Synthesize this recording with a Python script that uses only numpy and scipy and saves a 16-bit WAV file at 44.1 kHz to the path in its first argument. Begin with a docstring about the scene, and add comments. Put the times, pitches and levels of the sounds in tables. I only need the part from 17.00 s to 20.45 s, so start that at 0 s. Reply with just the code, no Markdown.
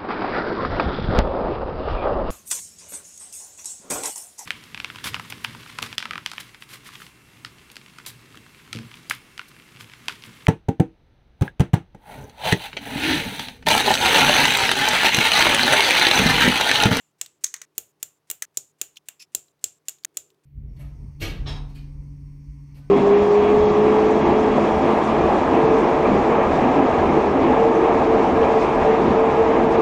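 """A faint room hum and the dying tail of a snip come first, then steel nippers snip plastic parts off a runner.
Freed parts drop and bounce on the desk, steel ticks on plastic, the pivot chirps once and a blade scrapes.
Each knock is a short noise burst sent through ringing resonances, with a low thump and the room's answer.
Knocks and chirp stop short at evenly spaced moments. Chirp: wavering harmonics; scrape and air: shaped noise."""
import sys
import numpy as np
from scipy import signal
from scipy.fft import rfft, irfft, next_fast_len
from scipy.io import wavfile
from scipy.ndimage import uniform_filter1d

SR = 44100
rng = np.random.default_rng(int(sys.argv[2]) if len(sys.argv) > 2 else 0)


def to_wav(sig):
    """Store sig (one row per channel, or 1-D mono) as 16-bit WAV at the path in sys.argv[1].

    Samples outside -1..1 are clipped; the rate is SR.
    """
    pcm = np.clip(np.atleast_2d(sig), -1, 1) * 32767
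    pcm = np.round(pcm).astype(np.int16)
    wavfile.write(sys.argv[1], SR, pcm.T)  # frames by channels


def makeup_ratio(level_db):
    """Linear amplitude ratio for a level in decibels (20 dB per factor of ten)."""
    decades = np.asarray(level_db, float) / 20
    return 10 ** decades


N = 152145  # length of the scene [samples]
SPAN = 16384  # longest a single knock or chirp can last [samples]


def unit(x):
    """Scales a sound to rms 1."""
    return x / np.sqrt(np.mean(x ** 2) + 1e-20)


def along(points, hz):
    """Reads a curve of (frequency [Hz], value) points on a log frequency axis."""
    f, v = np.transpose(points)
    return np.interp(np.log(hz + 1), np.log(f + 1), v)


def peak(f, hz, width):
    """One resonance: it passes a band around hz and rings on afterwards, longer if narrow."""
    return 1j * f * width / (hz * hz - f * f + 1j * f * width)


def causal(db):
    """Turns a gain curve in dB into a filter that reacts as early as possible (minimum phase)."""
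    cepstrum = irfft(np.log(makeup_ratio(db) + 1e-6))
    half = len(cepstrum) // 2
    cepstrum[1:half] *= 2
    cepstrum[half + 1:] = 0
    return np.exp(rfft(cepstrum))


def noise(response):
    """Steady random noise of rms 1, coloured by the given response."""
    m = next_fast_len(N)
    spectrum = rfft(rng.standard_normal(m)) * response(np.fft.rfftfreq(m, 1 / SR))
    return unit(irfft(spectrum, m)[:N])


# tone of the room air: (frequency [Hz], relative level [dB])
AIR_TONE = [(15, -42.5), (25, -26), (117, -5), (357, -9), (1030, -10), (1150, -10.5), (1390, -14.5),
            (2030, -18), (6340, -24), (7070, -27), (11800, -27), (12800, -28), (16400, -29.5)]
AIR_DB = -75  # rms
# hum: (frequency [Hz], rms level [dB])
HUM_TONES = [(150, -80), (300, -83.5)]
HUM_WAVER = .4  # rms of the narrow noise mixed with each sine of amplitude 1
# low rustle of the hands: (time [s], level before a 1 dB trim [dB])
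HAND_RUSTLE = [(0.0, -91.5), (0.38, -73.5), (1.34, -82), (1.82, -76), (2.17, -80), (3.02, -76.5),
               (3.22, -64.5), (3.45, -76.5)]
RUSTLE_HZ, RUSTLE_WIDTH_HZ = 390, 140  # the resonance is applied twice


def background():
    """Room air is shaped noise, the hum is unsteady sines, the rustle is noise in a low band."""
    t = np.arange(N) / SR
    air = makeup_ratio(AIR_DB) * noise(lambda f: makeup_ratio(along(AIR_TONE, f)))
    hum = np.zeros(N)
    for hz, level in HUM_TONES:
        waver = HUM_WAVER * noise(lambda f: peak(f, hz, 15))
        hum += makeup_ratio(level) * unit(np.sin(2 * np.pi * hz * t) + waver)
    s, db = np.transpose(HAND_RUSTLE)
    rustle = makeup_ratio(np.interp(t, s, db) - 1) * noise(lambda f: peak(f, RUSTLE_HZ, RUSTLE_WIDTH_HZ) ** 2)
    return air + hum + rustle


# how long the early room sound takes to fall by 60 dB: (frequency [Hz], time [s])
ROOM_FALL = [(300, .25), (1500, 0.15), (2800, .2), (4000, .16), (7000, 0.16), (11000, .18), (16000, 0.12)]
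# tone of the room's answer: (frequency [Hz], relative level [dB])
ROOM_COLOUR = [(200, -2.5), (1000, 11), (2800, 0.5), (4500, 0.5), (7000, 2), (9000, -0.5), (11000, -4),
               (15600, 2), (16300, -20.5)]
ROOM_DELAY_S = 0.0023  # time scale of the soft start
LATE_DB, LATE_LONGER = -21, 3.32  # start level of the late tail, and how many times longer it falls


def room(x):
    """Near walls answer first, then a weaker and longer tail: noise that fades at each pitch's own pace."""
    hz, t, z = signal.stft(rng.standard_normal(SPAN), SR, nperseg=256)
    fall = -60 * t / along(ROOM_FALL, hz)[:, None]
    z = z * (makeup_ratio(fall) + makeup_ratio(LATE_DB + fall / LATE_LONGER))
    z = z * makeup_ratio(along(ROOM_COLOUR, hz))[:, None]
    tail = signal.istft(z, SR, nperseg=256)[1][:SPAN]
    tail = tail * (1 - np.exp(-(np.arange(SPAN) / SR / ROOM_DELAY_S) ** 2))
    return signal.fftconvolve(x, tail / np.linalg.norm(tail))[:SPAN]


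FIRST_STOP_S, STOP_EVERY_S, FADE_S = .1205, .2667, .002  # when sounds stop short, and the fade into a stop


def add(out, s, x):
    """Lays a sound in at s seconds; the next stop ends it."""
    stop = FIRST_STOP_S + STOP_EVERY_S * np.ceil((s - FIRST_STOP_S) / STOP_EVERY_S)
    at = round(s * SR) + np.arange(len(x))
    keep = (at >= 0) & (at < N)
    fade = np.clip((stop - at / SR) / FADE_S, 0, 1)
    out[at[keep]] += (x * fade)[keep]


CRACK_S, CRACK_DB = .0006, 6  # first break: its delay (also the burst's rise time), and its level


def burst(t60, again_s, again_db):
    """A sharp crack, fading noise and a weaker rebound, evened out so that no pitch stands out."""
    t = np.arange(SPAN) / SR
    later = t - again_s * rng.uniform(.8, 1.2)
    shape = makeup_ratio(-60 * t / t60) * (1 - np.exp(-t / CRACK_S))
    shape = shape + (later > 0) * makeup_ratio(again_db - 60 * np.abs(later) / t60)
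    crack = makeup_ratio(CRACK_DB) * (np.arange(SPAN) == round(CRACK_S * SR))
    spectrum = rfft(shape * rng.standard_normal(SPAN) + crack)
    even = np.sqrt(np.abs(uniform_filter1d(np.abs(spectrum) ** 2, size=400)) + 1e-9)
    return spectrum / even


# tone of the desk's shudder: (frequency [Hz], relative level [dB])
SHUDDER_TONE = [(20, -26.5), (40, -5.5), (100, 7.5), (160, 3), (300, -25), (600, -54.5)]
SHUDDER_RISE_S, SHUDDER_T60 = 0.0095, 0.24  # rise time scale [s], time to fall by 60 dB [s]


def shudder(db):
    """The desk trembles: low noise that swells and then dies away."""
    t, f = np.arange(SPAN) / SR, np.fft.rfftfreq(SPAN, 1 / SR)
    low = unit(irfft(rfft(rng.standard_normal(SPAN)) * makeup_ratio(along(SHUDDER_TONE, f))))
    return low * makeup_ratio(db - 60 * t / SHUDDER_T60) * (1 - np.exp(-t / SHUDDER_RISE_S))


BODY_HZ, AIR_HZ = 3500, 10000  # a knock's body lies below the first, its air above the second


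def hits(rows, tone, blow, kind, shudder_db=-120):
    """A burst excites a coloured body with two rings; a low thump, the room and the desk join in."""
    width, ring_db, second_hz, second_width, second_db, low_hz, low_width, low_db, room_db = kind
    out, f = np.zeros(N), np.fft.rfftfreq(SPAN, 1 / SR)
    for s, db, hz, body_db, air_db, thump_db in rows:
        colour = along(tone, f) + body_db / (1 + (f / BODY_HZ) ** 6)
        colour = colour + air_db / (1 + (AIR_HZ / (f + 1)) ** 6)
        rings = makeup_ratio(ring_db) * peak(f, hz, width) + makeup_ratio(second_db) * peak(f, second_hz, second_width)
        body = causal(colour) * (1 + rings)
        # brings bodies of any colour to a similar loudness
        scale = np.sqrt(1.5 * np.max(uniform_filter1d(irfft(body) ** 2, size=120)))
        knock = irfft(burst(*blow) * body) / scale
        # the thump comes 1 ms late
        thump = irfft(peak(f, low_hz, low_width) * np.exp(-2j * np.pi * f * .001))
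        thump = makeup_ratio(low_db + thump_db) * thump / thump.max()
        answer = makeup_ratio(room_db) * room(irfft(body) / scale + thump)
        add(out, s, makeup_ratio(db) * (knock + thump + answer + shudder(shudder_db + thump_db)))
    return out


# snips; body, air and thump are relative:
# (time [s], level [dB], ring [Hz], body [dB], air [dB], thump [dB])
SNIP_HITS = [(0.2127, -14.5, 7775, 3, -5, -2), (0.7801, -12.5, 6880, 3, 11.5, 5),
             (1.0283, -15, 7270, 4, 7, 1), (1.3007, -17.5, 8130, 6, 5, 3.5),
             (1.312, -17, 7260, 8.5, 15.5, 0), (1.5718, -11, 6950, -8.5, -3, 3.5),
             (1.8143, -12.5, 6940, 4.5, 3, 5.5), (2.0856, -23.5, 7500, 12, 6, -18),
             (2.3486, -11, 7330, -2, 1, 5.5), (2.641, -10.5, 7540, -4, -5.5, 1.5),
             (2.8836, -15.5, 6840, 1, -3, -6), (2.8931, -24.5, 7500, 0.5, 5.5, -4.5),
             (3.1706, -14.5, 7190, -1, -0.5, 3)]
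# a snip before the start, only its tail still sounds: (level [dB], ring [Hz], body [dB], air [dB], thump [dB])
FIRST_TAIL = (-12.5, 7204, 7, 1, -22)
EARLIER_S = -.09
# tone of a snip: (frequency [Hz], relative level [dB])
SNIP_TONE = [(350, -45.5), (600, -27), (992, -29), (3390, -11), (4810, -13), (5930, -8), (7210, 0.5),
             (8520, -7.5), (10700, -12), (14500, -10), (15800, -17.5), (16900, -33.5)]
# resonances of a snip: (ring width [Hz], ring [dB], second ring [Hz], its width [Hz], its level [dB],
# thump [Hz], thump width [Hz], thump [dB], room [dB])
SNIP_RESONANCES = (254, 2, 2799, 93, 0, 381.5, 118, -26, -13.5)
SNIP_BURST = (.009, .003, -15)  # (time to fall by 60 dB [s], mean rebound delay [s], rebound [dB])


def snips():
    """Blades break through plastic: a bright ringing snap, and the desk shudders after it."""
    rows = [(EARLIER_S, *FIRST_TAIL)] + list(SNIP_HITS)
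    return hits(rows, SNIP_TONE, SNIP_BURST, SNIP_RESONANCES, shudder_db=-53)


# tone of the hiss: (frequency [Hz], relative level [dB])
LEAD_TONE = [(880, -33.5), (1500, 0), (1970, 1), (4290, -4), (7900, 1.5), (15100, -12.5), (16400, -22.5)]
LEAD_S, LEAD_DB, LEAD_RISE_DB = .029, -68, 3  # length, rms at its end, growth up to there
ALSO_LED_S = [.438, 3.465]  # other moments the hiss leads up to


def lead():
    """A faint hiss, made of shaped noise, that grows up to each snip and two more moments."""
    moments = np.array([row[0] for row in SNIP_HITS] + ALSO_LED_S)[:, None]
    ahead = (moments - np.arange(N) / SR) / LEAD_S
    growth = makeup_ratio(LEAD_DB - LEAD_RISE_DB * np.clip(ahead, 0, 1))
    level = np.max((ahead > 0) * (ahead < 1) * growth, axis=0)
    return level * noise(lambda f: makeup_ratio(along(LEAD_TONE, f)))


# light ticks of steel on plastic: (time [s], level [dB], ring [Hz])
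TICK_HITS = [(0.2613, -34.5, 8200), (.466, -33.5, 6573), (0.564, -39, 6500), (.636, -51, 6770),
             (1.9583, -48.5, 4170), (1.963, -55, 3900), (1.966, -49.5, 4140), (1.9743, -48, 4090),
             (2.4824, -57.5, 4050), (2.593, -66, 3954), (2.985, -54.5, 6970), (3.036, -48, 4593),
             (3.303, -53.5, 2902), (3.345, -67, 10560)]
# tone of a tick: (frequency [Hz], relative level [dB])
TICK_TONE = [(470, -43), (800, -22), (4000, -5), (8180, -9), (9780, -20), (15100, -9.5), (16900, -48)]
# resonances of a tick: (ring width [Hz], ring [dB], second ring [Hz], its width [Hz], its level [dB],
# thump [Hz], thump width [Hz], thump [dB], room [dB])
TICK_RESONANCES = (251.5, 8, 3602, 297.5, 1, 494.5, 197.5, -48.5, -15)
TICK_BURST = (.007, .003, -14)  # (time to fall by 60 dB [s], mean rebound delay [s], rebound [dB])


def ticks():
    """Steel lightly touches plastic: a very short burst with a strong ring."""
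    rows = [(*row, 0, 0, 0) for row in TICK_HITS]
    return hits(rows, TICK_TONE, TICK_BURST, TICK_RESONANCES)


# parts landing on the desk; body, air and thump are relative:
# (time [s], level [dB], ring [Hz], body [dB], air [dB], thump [dB])
DROP_HITS = [(.438, -21.5, 8250, -5, 0.5, 2), (.4418, -8, 6570, -8, -5, -1),
             (.5403, -19, 6730, 3.5, -5.5, 8), (.616, -27, 5870, 6, -3.5, 14),
             (1.422, -15.5, 6080, 5, 7, 13.5), (3.0478, -15.5, 6270, 1.5, 0, -12)]
# tone of a landing part: (frequency [Hz], relative level [dB])
DROP_TONE = [(290, -63.5), (500, -41.5), (755, -28.5), (1910, -9.5), (2720, -13.5), (3990, -10.5),
             (4980, -12.5), (6300, 0), (7740, -3.5), (10100, -11.5), (15700, -17), (16900, -29)]
# resonances of a landing part: (ring width [Hz], ring [dB], second ring [Hz], its width [Hz], its level [dB],
# thump [Hz], thump width [Hz], thump [dB], room [dB])
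DROP_RESONANCES = (501, -2.5, 1945.5, 299.5, -5.5, 499.5, 250, -35.5, -11.5)
DROP_BURST = (.013, .002, -13)  # (time to fall by 60 dB [s], mean rebound delay [s], rebound [dB])


def drops():
    """Freed parts hit the desk and bounce: a longer burst with wide, quickly fading rings."""
    return hits(DROP_HITS, DROP_TONE, DROP_BURST, DROP_RESONANCES)


# harmonics of the chirp: (multiple of its pitch, relative level [dB])
SQUEAK_HARMONICS = [(1, 4), (2, -1.5), (3, -10.5), (4, -12), (5, -18.5)]
SQUEAK_S, SQUEAK_HZ, SQUEAK_DB, SQUEAK_ROOM_DB = 1.971, 3260, -37.5, -14
SQUEAK_RISE_S, SQUEAK_T60 = .0012, .022  # rise time scale [s], time to fall by 60 dB [s]
SQUEAK_ROUGH = .2  # random phase steps before smoothing [rad per sample]


def squeak():
    """A short chirp of the pivot: harmonics share one wandering phase, so the pitch is rough."""
    early = .005  # room for the rise before the loudest moment [s]
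    t = np.arange(SPAN) / SR - early
    rise = np.exp(np.minimum(t, 0) / SQUEAK_RISE_S)
    fall = makeup_ratio(-60 * np.maximum(t, 0) / SQUEAK_T60)
    wander = np.cumsum(uniform_filter1d(rng.standard_normal(SPAN), size=30))
    phase = 2 * np.pi * SQUEAK_HZ * t + SQUEAK_ROUGH * wander
    tone = sum(makeup_ratio(level) * np.sin(k * phase) for k, level in SQUEAK_HARMONICS)
    x = makeup_ratio(SQUEAK_DB) * np.where(t < 0, rise, fall) * tone
    out = np.zeros(N)
    add(out, SQUEAK_S - early, x + makeup_ratio(SQUEAK_ROOM_DB) * room(x))
    return out


# the blade slides on the runner: (time [s], level [dB])
SCRAPE_LEVEL = [(2.194, -72.5), (2.198, -46), (2.21, -47.5), (2.227, -43), (2.24, -56.5), (2.253, -66.5)]
# resonances of blade and runner: (frequency [Hz], width [Hz], relative level [dB])
SCRAPE_RINGS = [(2566, 180, -1.5), (5300, 420, -0.5), (7500, 250, -5), (10200, 450, -13),
                (13700, 1000, -21.5)]
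SCRAPE_GRIT = .4  # rms depth of the roughness


def scrape():
    """Gritty friction: noise through the resonances of blade and runner, with a rough loudness."""
    def rings(f):
        # neighbours have opposite signs
        return sum((-1) ** k * makeup_ratio(g) * peak(f, c, w) for k, (c, w, g) in enumerate(SCRAPE_RINGS))

    s, db = np.transpose(SCRAPE_LEVEL)
    level = makeup_ratio(np.interp(np.arange(N) / SR, s, db, left=-140, right=-140))
    grit = 1 + SCRAPE_GRIT * unit(uniform_filter1d(rng.standard_normal(N), size=40))
    return level * unit(grit * noise(rings))


def scene():
    """Adds up all sources at one microphone."""
    mix = background() + snips() + lead() + ticks() + drops() + squeak() + scrape()
    return mix[None]


def band_limit(x):
    """A steep low-pass at the top of the band."""
    return signal.sosfilt(signal.butter(12, 17080, fs=SR, output="sos"), x)


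def record(dry):
    """Passes on the finished mix as it will be heard."""
    return band_limit(dry)


dry = scene()
out = record(dry)
to_wav(out)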